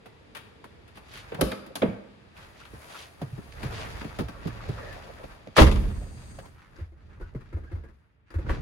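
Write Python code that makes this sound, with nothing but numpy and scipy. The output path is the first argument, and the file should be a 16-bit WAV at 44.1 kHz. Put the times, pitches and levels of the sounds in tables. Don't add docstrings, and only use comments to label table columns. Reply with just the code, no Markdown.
import sys
import numpy as np
from scipy import signal
from scipy.fft import rfft, irfft, next_fast_len
from scipy.io import wavfile

SR = 44100
rng = np.random.default_rng(int(sys.argv[2]) if len(sys.argv) > 2 else 0)


def inscribe(sig):
    pcm = np.round(np.clip(np.atleast_2d(sig).T, -1, 1) * 32767)
    wavfile.write(sys.argv[1], SR, pcm.astype(np.int16))


N = 379701
TIME = np.arange(N) / SR
RING_TIME = np.arange(SR * 2 // 5) / SR
BAND_HZ = 32 * 2 ** (np.arange(19) / 2)
LN_1000 = np.log(1000)
BOOM_S = 5.6135

# frequency in Hz, left-right correlation or pan in dB.
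CORRELATION = [(40, 0.83), (200, 0.64), (500, 0.16), (1000, -0.1), (2200, -0.07), (4500, -0.14),
               (9000, 0.48)]
BAND_PAN = [(50, -3.5), (200, 0), (500, -2), (1000, 4.5), (2000, -1.5), (4200, 5.5), (9000, 0.5)]
# frequency in Hz, band level in dB.
WORKSHOP_SPECTRUM = [(30, -92.5), (46, -75), (70, -62), (160, -67.5), (400, -67.5), (800, -71), (2000, -69),
                     (4000, -73.5), (7000, -87.5), (11000, -83.5), (16000, -112)]
HARDWARE_SPECTRUM = [(45, -20.5), (110, -6), (220, -1), (480, 0), (800, -3.5), (1400, -6), (3200, -8),
                     (5000, 10), (8000, 0), (11000, 23), (13500, -4.5), (16000, -23)]
CLOTH_SPECTRUM = [(30, -9), (60, -1.5), (130, -5.5), (250, -13.5), (600, -5), (850, -7), (1800, -5),
                  (3300, -14.5), (5000, -9), (8000, -15), (11000, -0.5), (13500, -9.5), (16000, -25)]
TRIM_SPECTRUM = [(45, -17), (110, 7), (220, 1.5), (450, -2.5), (800, -5), (1400, -6.5), (3000, -13.5),
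                 (5000, 2), (8000, -16.5), (11000, 6.5), (13500, -20), (16000, -4.5)]
SHELL_SPECTRUM = [(45, -3.5), (110, -11), (220, -6), (500, -1.5), (780, -16.5), (1050, -5), (1800, -15),
                  (3200, -7.5), (5000, 2), (8000, -10), (11000, 2.5), (13500, -13), (16000, -23)]
LINKAGE_SPECTRUM = [(45, 13), (110, -9.5), (250, -7.5), (380, -3.5), (750, -7.5), (1600, -3), (3000, -19.5),
                    (5000, -5), (8000, -12.5), (11000, 0), (13500, -17), (16000, -11)]
# frequency in Hz, gain in dB.
DOOR_TRANSMISSION = [(60, -5), (400, -16.5), (2000, -13), (5000, -26)]

# start in seconds, clack level in dB, body level in dB, pan in dB.
OUTSIDE_TICKS = [(0.0568, -41, -42.5, -1), (0.3482, -30, -45.5, 5), (0.3658, -34, -52, -4),
                 (0.641, -42, -42.5, 2.5), (0.8759, -46, -73.5, 2.5), (0.9535, -45.5, -51.5, 2),
                 (0.97, -40, -45.5, 1), (1.082, -48, -68.5, -1.5), (1.118, -45, -69.5, -0.5),
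                 (1.134, -37.5, -65.5, 0.5), (1.1548, -40.5, -74, -0.5), (1.1707, -35, -72, 1.5),
                 (2.368, -42.5, -52, -3), (2.5975, -47, -61, 10), (2.6513, -44, -57, 5)]
LIMB_BUMPS = [(2.729, -55, -42, -1), (3.2142, -36.5, -30, -2), (3.3767, -48, -34.5, 1.5),
              (3.6295, -33, -32.5, 3.5), (4.0102, -44, -37.5, -4), (4.0427, -39.5, -33.5, -1),
              (4.1864, -27.5, -27, 0.5), (4.2042, -39, -28.5, -1.5), (4.283, -37, -37, 2),
              (4.4516, -47, -26, 0), (4.471, -35.5, -36.5, 2), (4.6861, -38.5, -28, -1),
              (4.925, -38.5, -51, 1.5), (5.2364, -47, -42, 0), (5.468, -55, -38, 0.5),
              (6.3856, -41, -42.5, 3), (6.4547, -47, -50.5, 2)]
LEVER_KNOCKS = [(6.7594, -50, -60, 4.1), (6.92, -67.5, -51, 1.9), (7.198, -51.5, -45.5, 1.4),
                (7.21, -47, -43, 2.2), (7.3472, -47, -38.5, 2.2), (7.405, -51.5, -56, 8),
                (7.635, -51.5, -49, 0.88), (7.8353, -50.5, -46, 3.3), (7.8844, -56.5, -55, 6),
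                (8.303, -43.5, -50, 4.1), (8.464, -52, -39.5, 2.8), (8.4945, -37, -32.5, 6)]
# start in seconds, levels of clack, body and bright edge in dB, t60 in seconds.
LATCH_IMPACTS = [(1.318, -37.5, -39, -81, 0.15), (1.3442, -30, -44, -57.5, 0.058),
                 (1.4094, -15.5, -16, -31.5, 0.062), (1.5153, -24, -36.5, -53, 0.056),
                 (1.661, -46, -45.5, -67, 0.12), (1.7535, -30, -39.5, -45, 0.11),
                 (1.8175, -25.5, -22, -70, 0.15)]
SLAM_IMPACTS = [(5.5653, -11.5, -22, -28, 0.24), (5.579, -9, -5.5, -43, 0.15),
                (5.597, -41, -17, -31.5, 0.24), (5.617, -12, 0, -27.5, 0.044),
                (5.665, -22.5, -18, -42, 0.11), (5.713, -24.5, -26, -41, 0.092),
                (5.759, -29, -30, -60, 0.091), (5.832, -40, -35, -70, 0.16), (5.9, -38, -41, -82, 0.08)]

# middle in seconds, level in dB, half-length in seconds,
# frequency in Hz, bandwidth in Hz.
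CREAKS = [(0.059, -48, .003, 620, 600), (0.644, -39, 0.0027, 950, 700), (1.397, -32, 0.0082, 620, 220),
          (1.5205, -32.5, 0.0022, 3360, 1400), (1.521, -38, 0.0032, 1640, 500),
          (1.533, -28.5, 0.006, 433, 140), (1.758, -34, 0.0032, 3570, 500), (1.759, -33, 0.004, 707, 250),
          (1.822, -30, .0015, 800, 600), (1.823, -30, 0.0026, 3160, 700), (2.369, -52, 0.0045, 2800, 1210),
          (2.429, -54, .012, 1300, 400), (2.56, -55, .004, 2010, 900), (2.616, -47.5, 0.0076, 1350, 250),
          (2.637, -49.5, .005, 2550, 916), (2.655, -43, 0.0022, 3330, 1100),
          (2.656, -45, 0.0031, 1350, 600), (2.958, -41, 0.013, 1330, 350), (2.975, -48, .003, 2600, 1500),
          (3.025, -44.5, 0.0055, 3800, 2180), (3.525, -48.5, 0.0051, 2200, 2180),
          (3.632, -36.5, 0.0019, 2150, 800), (3.65, -46, 0.0029, 2200, 1494),
          (3.819, -47, 0.019, 2740, 450), (3.866, -43, 0.013, 2100, 893), (4.016, -35, 0.0057, 1320, 800),
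          (4.048, -43, 0.0023, 2300, 900), (4.286, -40.5, .0014, 1980, 1800),
          (4.359, -49, 0.041, 1150, 350), (4.529, -49, 0.0021, 1600, 900), (4.574, -46, .002, 1400, 700),
          (4.607, -42, .0025, 1310, 592), (4.641, -44, 0.0033, 1490, 900), (4.788, -42, .016, 1240, 400),
          (4.915, -46, 0.0026, 1700, 900), (5.024, -45.5, 0.0018, 2300, 1600),
          (5.24, -46.5, .0015, 2000, 1500), (5.474, -47, 0.0022, 2400, 1500),
          (6.448, -49.5, .012, 960, 297)]
STRIKER_CRUNCHES = [(5.567, -15.5, .0016, 1200, 802), (5.569, -19.5, 0.00076, 3610, 3510),
                    (5.577, -20.5, 0.00092, 4200, 1500), (5.58, -18.5, .001, 1700, 695),
                    (5.5895, -19, 0.0014, 3500, 702), (5.576, -26, 0.0082, 1607, 712),
                    (5.5858, -12.5, 0.0027, 1150, 603), (5.591, -21, .003, 3200, 904),
                    (5.597, -21, 0.002, 3000, 2476), (5.605, -18, 0.0014, 1495, 1809),
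                    (5.622, -14.5, 0.0036, 1080, 400), (5.627, -25, 0.0068, 2050, 249),
                    (5.634, -23, .0012, 2900, 1200), (5.673, -29.5, 0.0052, 1860, 352),
                    (5.715, -31, 0.0018, 2200, 1800), (5.76, -37, 0.0022, 2400, 3000)]
PIVOT_SQUEAKS = [(7.238, -50.5, .02, 1486, 45), (7.68, -60.5, 0.061, 1620, 80), (7.862, -63, .04, 1625, 80),
                 (8.04, -75, 0.084, 1504, 700), (8.286, -63.5, 0.021, 1494, 1096),
                 (6.765, -58.5, 0.0029, 5000, 1200), (8.305, -55, .0015, 5000, 908),
                 (8.306, -52, .002, 1430, 250), (8.468, -44, .004, 1460, 300),
                 (8.49, -37.5, .002, 1700, 1300), (8.496, -31, 0.0034, 1450, 500),
                 (8.497, -28.5, 0.0071, 540, 224), (8.505, -27.5, 0.0052, 1070, 450)]
# middle in seconds, level in dB, half-length in seconds.
CLOTH_SWISHES = [(0.97, -57.5, 0.024), (1.16, -48.5, 0.069), (2.6, -55, 0.036), (2.98, -46, 0.076),
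                 (3.79, -43, 0.056), (5.563, -37, 0.0064)]
SPRING_GROANS = [(1.325, -33, 0.005), (1.392, -31, .0035), (1.481, -31, 0.008), (1.58, -51, 0.01),
                 (1.71, -42, 0.008)]
SEAT_CREAKS = [(4.37, -54, 0.048), (4.66, -47, 0.034), (4.84, -43, 0.082), (4.965, -42, 0.0053),
               (5.06, -44, 0.018), (5.1, -41, 0.01), (5.205, -44, 0.013), (5.243, -35, 0.004),
               (5.474, -40, 0.003), (6.03, -49, 0.017)]
SEAT_SQUEAKS = [(4.87, -45.5, 0.071)]
LEVER_BOOT_RUBS = [(6.62, -56.5, 0.077), (7.01, -64.5, 0.038), (7.13, -57.5, 0.033), (7.28, -59.5, 0.024),
                   (7.415, -60, .012), (7.465, -59, .01), (8.53, -43, 0.044)]
# time of full strength, swell,
# hold and fade in seconds, levels of cloth, rumble and hiss in dB.
MOVEMENTS = [(1.31, 0.3, 0.18, 0.068, -54, -55.5, -67), (2.38, 0.028, 0.064, 0.19, -54, -59.5, -65),
             (2.76, 0.073, 0.015, 0.016, -61.5, -56.5, -80), (2.968, 0.26, 0.031, 0.12, -50.5, -63, -55),
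             (3.207, 0.027, 0.49, 0.28, -57.5, -52.5, -63.5), (3.67, 0.088, 0.22, 0.35, -43.5, -42.5, -57),
             (4.46, 0.1, 0.27, 0.09, -50, -45, -66), (4.793, 0.11, 0.15, 0.35, -48, -48, -63),
             (5.216, 0.16, 0.13, 0.04, -57.5, -59.5, -66.5), (5.771, 0.079, 0.023, 0.13, -48, -27.5, -54.5),
             (6.042, 0.24, 0.34, 0.22, -57.5, -47.5, -66), (6.787, 0.084, 0.018, 0.062, -59, -55, -75),
             (7.145, 0.17, 0.65, 0.11, -66, -52, -83.5), (7.95, 0.026, 0.033, 0.15, -76.5, -70, -85.5),
             (8.54, 0.11, 0.026, 0.11, -49.5, -33.5, -72)]

# start in seconds, level in dB, pitch in Hz,
# ring of the cabin air in dB relative to the blow.
FLOOR_THUMPS = [(1.388, -28, 150, -12), (1.419, -28, 56.6, -21), (1.438, -34, 137, -7),
                (1.457, -31, 205, -10), (1.888, -22, 196, -11.5), (2.757, -42.5, 73, -8),
                (3.232, -28.5, 125, -1), (3.326, -29, 124, -5), (3.648, -24.5, 127, -1.5),
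                (4.22, -32, 62, 9), (4.456, -27, 151, 1), (4.688, -22.5, 123, -1.5),
                (5.797, -15.5, 41.5, -6), (5.95, -31, 45, -4), (7.03, -42.5, 76, -12),
                (7.236, -40, 87, -14)]
# start in seconds, level in dB, low-pass corner in Hz.
LATCH_BLOWS = [(1.411, -38.5, 9000), (1.519, -38, 4040)]
SKIN_BLOWS = [(1.416, -24, 900), (1.519, -45, 900), (1.836, -23, 302)]
FRAME_BLOWS = [(5.5665, -24.5, 5930), (5.581, -14, 4006), (5.599, -17, 601), (5.617, -24, 2000),
               (5.668, -39, 3020)]
# frequency in Hz, level in dB, t60 in seconds.
LATCH_MODES = [(1180, -11, .25), (1284, -4.5, 0.42), (1520, -5.5, .14), (2100, -11, 0.25), (2414, -7.5, .2),
               (3600, -7.5, .16), (4430, -9.5, .16), (4795, -15.5, .42)]
SKIN_MODES = [(184, -3.5, 0.3), (202, -13, 0.68), (252.3, -3.5, 0.3), (328, -11.5, 0.2), (373, -3, .14),
              (421, -5.5, 0.22), (460, -1.5, 0.14), (524, -1.5, 0.27), (539, -4.5, 0.18), (602, -2.5, 0.16),
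              (660, -9.5, .1)]
FRAME_MODES = [(328.5, -5, 0.21), (495, -9.5, 0.2), (535, -6.5, .26), (624.5, -2, .2), (691, -12, 0.089),
               (758, -11, 0.069), (943, -6.5, 0.16), (1035, -9, 0.24), (1086, -9, 0.21), (1200, -11, 0.34),
               (1294, -13, 0.16), (1470, -11.5, 0.15), (1630, -10.5, 0.22), (1757, -16, 0.19),
               (1984, -13, 0.44), (2170, -16.5, 0.39), (2370, -14.5, .22), (2660, -18.5, .2),
               (2780, -12.5, .22), (2980, -17, .24), (3220, -15.5, 0.13), (3330, -17, 0.16),
               (4000, -21.5, .3)]
CABIN_AIR_MODES = [(31.47, -19.5, 0.99), (41.65, -18.5, 1), (63.84, -3.5, 0.32), (79.56, -16, 1),
                   (121, -12.5, 0.27), (157, -22, 0.4), (204.5, -22, 0.85)]
LINKAGE_MODES = [(339, 6.5, 0.15), (386, 0.5, 0.072), (538, 2.5, 0.065), (1460, -19, 0.19),
                 (1640, -34, 0.13), (2120, -7, 0.14)]
# start in seconds, peak in dB, first and last pitch in Hz,
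# glide and swell in seconds.
PANEL_FLEXES = [(1.8286, -14, 626, 189, 0.0083, 0.0062), (3.2135, -32.5, 855, 139, .012, 0.0098),
                (4.187, -29, 754, 180, 0.012, 0.0081), (6.3865, -35, 735, 423, 0.0051, 0.0025),
                (7.209, -37.5, 425, 326, 0.0069, 0.0027), (7.348, -28, 564, 129, 0.0076, 0.011)]
# frequency in Hz, bandwidth in Hz, level in dB.
HISS_BANDS = [(4700, 900, -66), (6560, 1100, -63.5), (8300, 610, -62), (9000, 1000, -71)]
# start in seconds, clack and thump levels in dB, thump pitch in Hz, delays of
# thump and seating in seconds, body of the seating clack in dB relative to the thump.
GEAR_CHANGES = [(6.7835, -54.5, -27.5, 81.2, 0.024, 0.024, -36), (7.5256, -46, -23, 82.2, 0.013, 0.04, -17),
                (7.714, -47, -23.5, 83.6, 0.013, 0.037, -17.5), (8.339, -41, -20, 81.5, 0.014, 0.045, -16),
                (8.487, -41, -26, 55.8, 0.013, 0.017, -12)]

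# delay in seconds, gain.
REFLECTIONS = [(.0031, 0.0062), (.0067, -0.087), (0.0116, .35), (0.017, -0.051)]
# frequency in Hz, bandwidth in Hz, gain in dB.
PORT_RIPPLE = [(3760, 250, -1), (4740, 320, 2), (5400, 410, -5.5), (5750, 220, 3.5), (6150, 300, -5.5),
               (6500, 450, 3.5), (7600, 330, -7), (8200, 410, 2)]


def amp(db):
    return 10 ** (np.asarray(db) / 20)


def curve(points, hz=BAND_HZ):
    known_hz, values = np.transpose(points)
    return np.interp(np.log(hz), np.log(known_hz), values)


def add(out, start_s, sound):
    start = int(start_s * SR)
    part = sound[..., :N - start]
    out[:, start:start + part.shape[-1]] += part


def resonance(x, hz, width_hz):
    return signal.lfilter(*signal.iirpeak(hz, hz / width_hz, fs=SR), x + 1e-18)


def wander(per_s):
    return np.interp(TIME * per_s, np.arange(4096), rng.standard_normal(4096))


def noise_bands(size):
    length = next_fast_len(size, True)
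    hz = np.maximum(np.fft.rfftfreq(length, 1 / SR), 1)
    mid, side = rfft(rng.standard_normal((2, length)))
    correlation = np.clip(curve(CORRELATION, hz), -1, 1)
    sign = np.array([[1], [-1]])
    pair = mid * np.sqrt((1 + correlation) / 2) + sign * side * np.sqrt((1 - correlation) / 2)
    pair *= amp(sign * curve(BAND_PAN, hz) / 2)
    octaves_off = abs(np.log2(hz) - np.log2(BAND_HZ)[:, None])
    windows = np.sqrt(np.maximum(1 - 2 * octaves_off, 0))
    spectra = (pair * window / np.sqrt(np.mean(window ** 2)) for window in windows)
    return np.array([irfft(band.astype(np.complex64), length)[:, :size] for band in spectra])


def impacts(rows, spectrum, noise, hollow_db, lag_s, low_ring, crack, crack_s):
    out = np.zeros((2, N))
    slowness = np.sqrt(1000 / BAND_HZ)[:, None]
    age = np.maximum(RING_TIME - lag_s * slowness, 0)
    rise = 1 - np.exp(-age / (0.0018 + 1.6 / BAND_HZ[:, None]))
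    overshoot = 1 + crack * np.exp(-age / (crack_s * slowness))
    for s, clack_db, body_db, edge_db, t60, pan_db in rows:
        middle_db = (body_db + clack_db) / 2 + hollow_db
        blow_db = curve([(400, body_db), (750, middle_db), (1400, clack_db),
                         (3000, clack_db), (5000, edge_db)])
        decay = np.exp(np.maximum(-LN_1000 * age / (t60 * slowness ** low_ring), -20))
        envelope = amp(curve(spectrum) + blow_db)[:, None] * rise * overshoot * decay
        bands = noise[:, :, int(s * SR):][:, :, :len(RING_TIME)]
        burst = np.einsum("bcn,bn->cn", bands, envelope[:, :bands.shape[-1]])
        add(out, s, amp([[pan_db / 2], [-pan_db / 2]]) * burst)
    return out


def light(rows, edge_db, t60):
    return [(s, clack, body, clack + edge_db, t60, pan) for s, clack, body, pan in rows]


def ring(modes, rise_s, soft_hz, spread_hz):
    t, out = TIME[:SR * 3 // 2], 0
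    for k, (hz, db, t60) in enumerate(modes):
        phase = (-1) ** k * min(hz / spread_hz, 1) * np.array([[1], [-1]])
        gain = amp(db) / np.hypot(1, (hz / soft_hz) ** 2)
        out = out + gain * np.exp(-LN_1000 * t / t60) * np.sin(2 * np.pi * hz * t + phase)
    return out * (1 - np.exp(-t / rise_s))


def struck(blows, modes, rise_s, spread_hz):
    out = np.zeros((2, N))
    for s, db, soft_hz in blows:
        add(out, s, amp(db) * ring(modes, rise_s, soft_hz, spread_hz))
    return out


def workshop_hum(noise):
    open_db = curve(WORKSHOP_SPECTRUM)
    spectra = amp([open_db, open_db + curve(DOOR_TRANSMISSION)]).astype(np.float32)
    clear, muffled = np.tensordot(spectra, noise, 1)[..., ::-1]
    shut = np.interp(TIME, [BOOM_S, BOOM_S + 0.1], [0, 1])
    tone = resonance(resonance(rng.standard_normal((2, N)), 440, 50), 440, 90)
    tone *= amp(np.interp(TIME, [0.2, 0.8, 1.6], [-61, -63, -95])) / tone.std()
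    return (clear * (1 - shut) + muffled * shut) * amp(0.42 * wander(4)) + tone


def stick_slip(rows, hz, width_hz):
    out = np.zeros((2, N))
    for s, db, half_s in rows:
        u = np.linspace(-2, 2, int(4 * half_s * SR))
        force = amp(1.6 * np.minimum(rng.exponential(size=SR // 64 + 1), 3)).repeat(64)[:SR]
        near, far = rng.standard_normal((2, SR)) * (rng.random(SR) < 0.06) * force
        slips = np.array([near, 0.39 * near + far])[:, :len(u)]
        rub = resonance(resonance(slips, hz, width_hz), hz, 2 * width_hz)
        add(out, s - 2 * half_s, amp(db) * rub / rub.std() * np.exp(-u ** 2)[:SR])
    return out


def friction():
    creaks = sum(stick_slip([(s, db, half_s)], hz, width_hz)
                 for s, db, half_s, hz, width_hz in CREAKS + STRIKER_CRUNCHES + PIVOT_SQUEAKS)
    boot_scrapes = [(s + thump_s, -62, 0.034) for s, _, _, _, thump_s, *_ in GEAR_CHANGES]
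    return (creaks + stick_slip(CLOTH_SWISHES, hz=2900, width_hz=2300)
            + stick_slip(SPRING_GROANS, hz=500, width_hz=84)
            + stick_slip(SEAT_CREAKS, hz=546, width_hz=143)
            + stick_slip(SEAT_SQUEAKS, hz=1790, width_hz=150)
            + stick_slip(LEVER_BOOT_RUBS, hz=1350, width_hz=1000)
            + stick_slip(boot_scrapes, hz=1638, width_hz=840))


def outside_ticks(noise):
    return amp(-6.5) * impacts(light(OUTSIDE_TICKS, edge_db=-26.5, t60=0.1), HARDWARE_SPECTRUM, noise,
                               hollow_db=-1.5, lag_s=0.00072, low_ring=0.13, crack=0.35, crack_s=0.00088)


def seam_snags(per_s=130):
    snags = (rng.random(N) < per_s / SR) * amp(3.5 * np.minimum(rng.exponential(size=N), 3))
    return amp(15.5) * resonance(snags * rng.standard_normal((2, N)), hz=2200, width_hz=1500)


def rustle(noise, grain_db=1.5, flicker_db=2.5):
    power = np.zeros((3, N))
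    for s, swell_s, hold_s, fade_s, *levels_db in MOVEMENTS:
        early, late = np.maximum(s - TIME, 0), np.maximum(TIME - s - hold_s, 0)
        effort = np.exp(-np.minimum((early / swell_s) ** 2 + late / fade_s, 20))
        power += (amp(levels_db)[:, None] * effort) ** 2
    cloth, rumble, hiss = np.sqrt(power)
    grain = amp(grain_db * wander(350))
    folds = [cloth * grain * amp(flicker_db * wander(45)) for _ in range(3)]
    register = curve([(250, 0), (550, 1), (1500, 2), (3500, 3), (7500, 4)])
    out = cloth * seam_snags()
    for k, envelope in enumerate([rumble, *folds, hiss * grain]):
        gains = amp(curve(CLOTH_SPECTRUM)) * np.maximum(1 - abs(register - k), 0)
        out += envelope * np.tensordot(gains.astype(np.float32), noise, 1)
    return out


def door_opening(noise, pan_db=-0.6):
    clacks = impacts([(*row, pan_db) for row in LATCH_IMPACTS], HARDWARE_SPECTRUM, noise,
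                     hollow_db=-1.5, lag_s=0.00094, low_ring=0.56, crack=0.16, crack_s=0.0019)
    latch = struck(LATCH_BLOWS, LATCH_MODES, rise_s=0.001, spread_hz=6300)
    skin = struck(SKIN_BLOWS, SKIN_MODES, rise_s=0.004, spread_hz=2600)
    return amp(-3) * clacks + latch + skin


def thumps(rows, droop, cabin_hz, cabin_t60, rise_cycles=1.59):
    out, t = np.zeros((2, N)), RING_TIME
    for s, db, hz, cabin_db in rows:
        peak_s = rise_cycles / hz
        u = t / peak_s
        cycles = hz * (t + droop * peak_s * (1 - np.exp(-u)))
        blow = (u * np.exp(1 - u)) ** 2 * np.sin(2 * np.pi * cycles)
        air_envelope = (1 - np.exp(-u / 2)) * np.exp(-LN_1000 * t / cabin_t60)
        air = air_envelope * np.sin(2 * np.pi * cabin_hz * t)
        add(out, s, amp(db) * (blow + amp(cabin_db) * air))
    return out


def panel_flexes():
    out = np.zeros((2, N))
    for s, db, first_hz, last_hz, glide_s, swell_s in PANEL_FLEXES:
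        hz = last_hz + (first_hz - last_hz) * np.exp(-(RING_TIME / glide_s) ** 2)
        u = RING_TIME / swell_s
        add(out, s, amp(db) * u * np.exp(1 - u) * np.sin(2 * np.pi * np.cumsum(hz) / SR))
    return out


def limb_bumps(noise):
    return amp(-1.5) * impacts(light(LIMB_BUMPS, edge_db=-15, t60=0.079), TRIM_SPECTRUM, noise,
                               hollow_db=-2.5, lag_s=0.00099, low_ring=0.061, crack=0.16, crack_s=0.0022)


def door_slam(noise, pan_db=1.5):
    shell = impacts([(*row, pan_db) for row in SLAM_IMPACTS], SHELL_SPECTRUM, noise,
                    hollow_db=3, lag_s=0.00072, low_ring=0.068, crack=0.37, crack_s=0.0031)
    return amp(-6) * shell + struck(FRAME_BLOWS, FRAME_MODES, rise_s=0.002, spread_hz=2100)


def cabin_boom(shudder_t60=0.52):
    t = TIME[:SR]
    panels = noise_bands(SR)[(BAND_HZ >= 80) & (BAND_HZ < 200)].mean(axis=0)
    shudder = panels * np.exp(-LN_1000 * t / shudder_t60) * (1 - np.exp(-t / 0.016))
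    out = np.zeros((2, N))
    add(out, BOOM_S, amp(0.5) * ring(CABIN_AIR_MODES, rise_s=0.0024, soft_hz=400, spread_hz=780))
    add(out, BOOM_S, amp(-23) * shudder)
    return out * amp([[-2], [1]])


def slide_hiss(start_s=5.78, rise_s=0.19, hold_s=0.42, fade_s=0.15):
    effort = np.interp(TIME, np.cumsum([start_s, rise_s, hold_s, fade_s]), [0, 1, 1, 0])
    rub, out = rng.standard_normal((2, N)), 0
    for hz, width_hz, db in HISS_BANDS:
        band = resonance(resonance(rub, hz, width_hz), hz, 2 * width_hz)
        out = out + amp(db) * band / band.std()
    return effort * amp(0.71 * wander(30)) * out


def gear_lever(noise, pan_db=2.5, soft_hz=2500):
    knocks = list(LEVER_KNOCKS)
    for s, clack_db, thump_db, _, _, seat_s, seat_db in GEAR_CHANGES:
        knocks.append((s, clack_db, thump_db - 17, pan_db))
        knocks.append((s + seat_s, clack_db - 4.5, thump_db + seat_db, pan_db))
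    clacks = impacts(light(knocks, edge_db=-17.5, t60=0.17), LINKAGE_SPECTRUM, noise,
                     hollow_db=-5.5, lag_s=0.00016, low_ring=0.018, crack=0.47, crack_s=0.0032)
    rod_blows = [(s, body_db - 5, soft_hz) for s, _, body_db, _ in knocks]
    return amp(-5.5) * clacks + struck(rod_blows, LINKAGE_MODES, rise_s=0.0042, spread_hz=2800)


def gearbox_thumps():
    blows = [(s + delay_s, db, hz, -4) for s, _, db, hz, delay_s, *_ in GEAR_CHANGES]
    return thumps(blows, droop=0.026, cabin_hz=72.2, cabin_t60=0.48)


def reverberation(dry, t60, damping, wet_db):
    t = TIME[:SR]
    band_t60 = t60 / (1 + damping * BAND_HZ / 10000)
    weight = np.sqrt(BAND_HZ / np.sum(BAND_HZ)) * BAND_HZ / (BAND_HZ + 200)
    envelope = weight[:, None] * np.exp(-LN_1000 * t / band_t60[:, None]) * (1 - np.exp(-t / 0.0026))
    tail = np.einsum("bcn,bn->cn", noise_bands(SR), envelope)
    tail /= np.sqrt(np.sum(tail ** 2) / 2)
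    return dry + amp(wet_db) * signal.fftconvolve(dry, tail, axes=1)[:, :N]


def cabin_reflections(dry):
    upper = signal.sosfilt(signal.butter(2, 500, "high", fs=SR, output="sos"), dry + 1e-18)
    out = dry.copy()
    for delay_s, gain in REFLECTIONS:
        add(out, delay_s, gain * upper)
    return out


def scene():
    noise = noise_bands(N)
    outside = reverberation(outside_ticks(noise) + door_opening(noise),
                            t60=0.75, damping=0.65, wet_db=-8.5)
    knocks = panel_flexes() + limb_bumps(noise) + door_slam(noise) + gear_lever(noise)
    knocks = reverberation(knocks, t60=0.66, damping=0.1, wet_db=-18)
    clothes = amp(-2.5) * rustle(np.roll(noise, SR, axis=2))
    rubs = amp(-1.5) * (friction() + slide_hiss())
    inside = cabin_reflections(knocks + clothes + rubs)
    floor = amp([[-1], [1]]) * thumps(FLOOR_THUMPS, droop=0.074, cabin_hz=109.1, cabin_t60=0.27)
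    return outside + inside + floor + gearbox_thumps() + cabin_boom() + workshop_hum(noise)


def record(dry, top_hz=15800):
    port = signal.sosfilt(signal.butter(3, [12300, 15600], "bandstop", fs=SR, output="sos"), dry)
    for hz, width_hz, db in PORT_RIPPLE:
        port = port + (amp(db) - 1) * resonance(port, hz, width_hz)
    rounded = port / (1 + port ** 4) ** (1 / 4)
    return signal.sosfilt(signal.ellip(8, 0.2, 70, top_hz, fs=SR, output="sos"), rounded)


dry = scene()
out = record(dry)
inscribe(out)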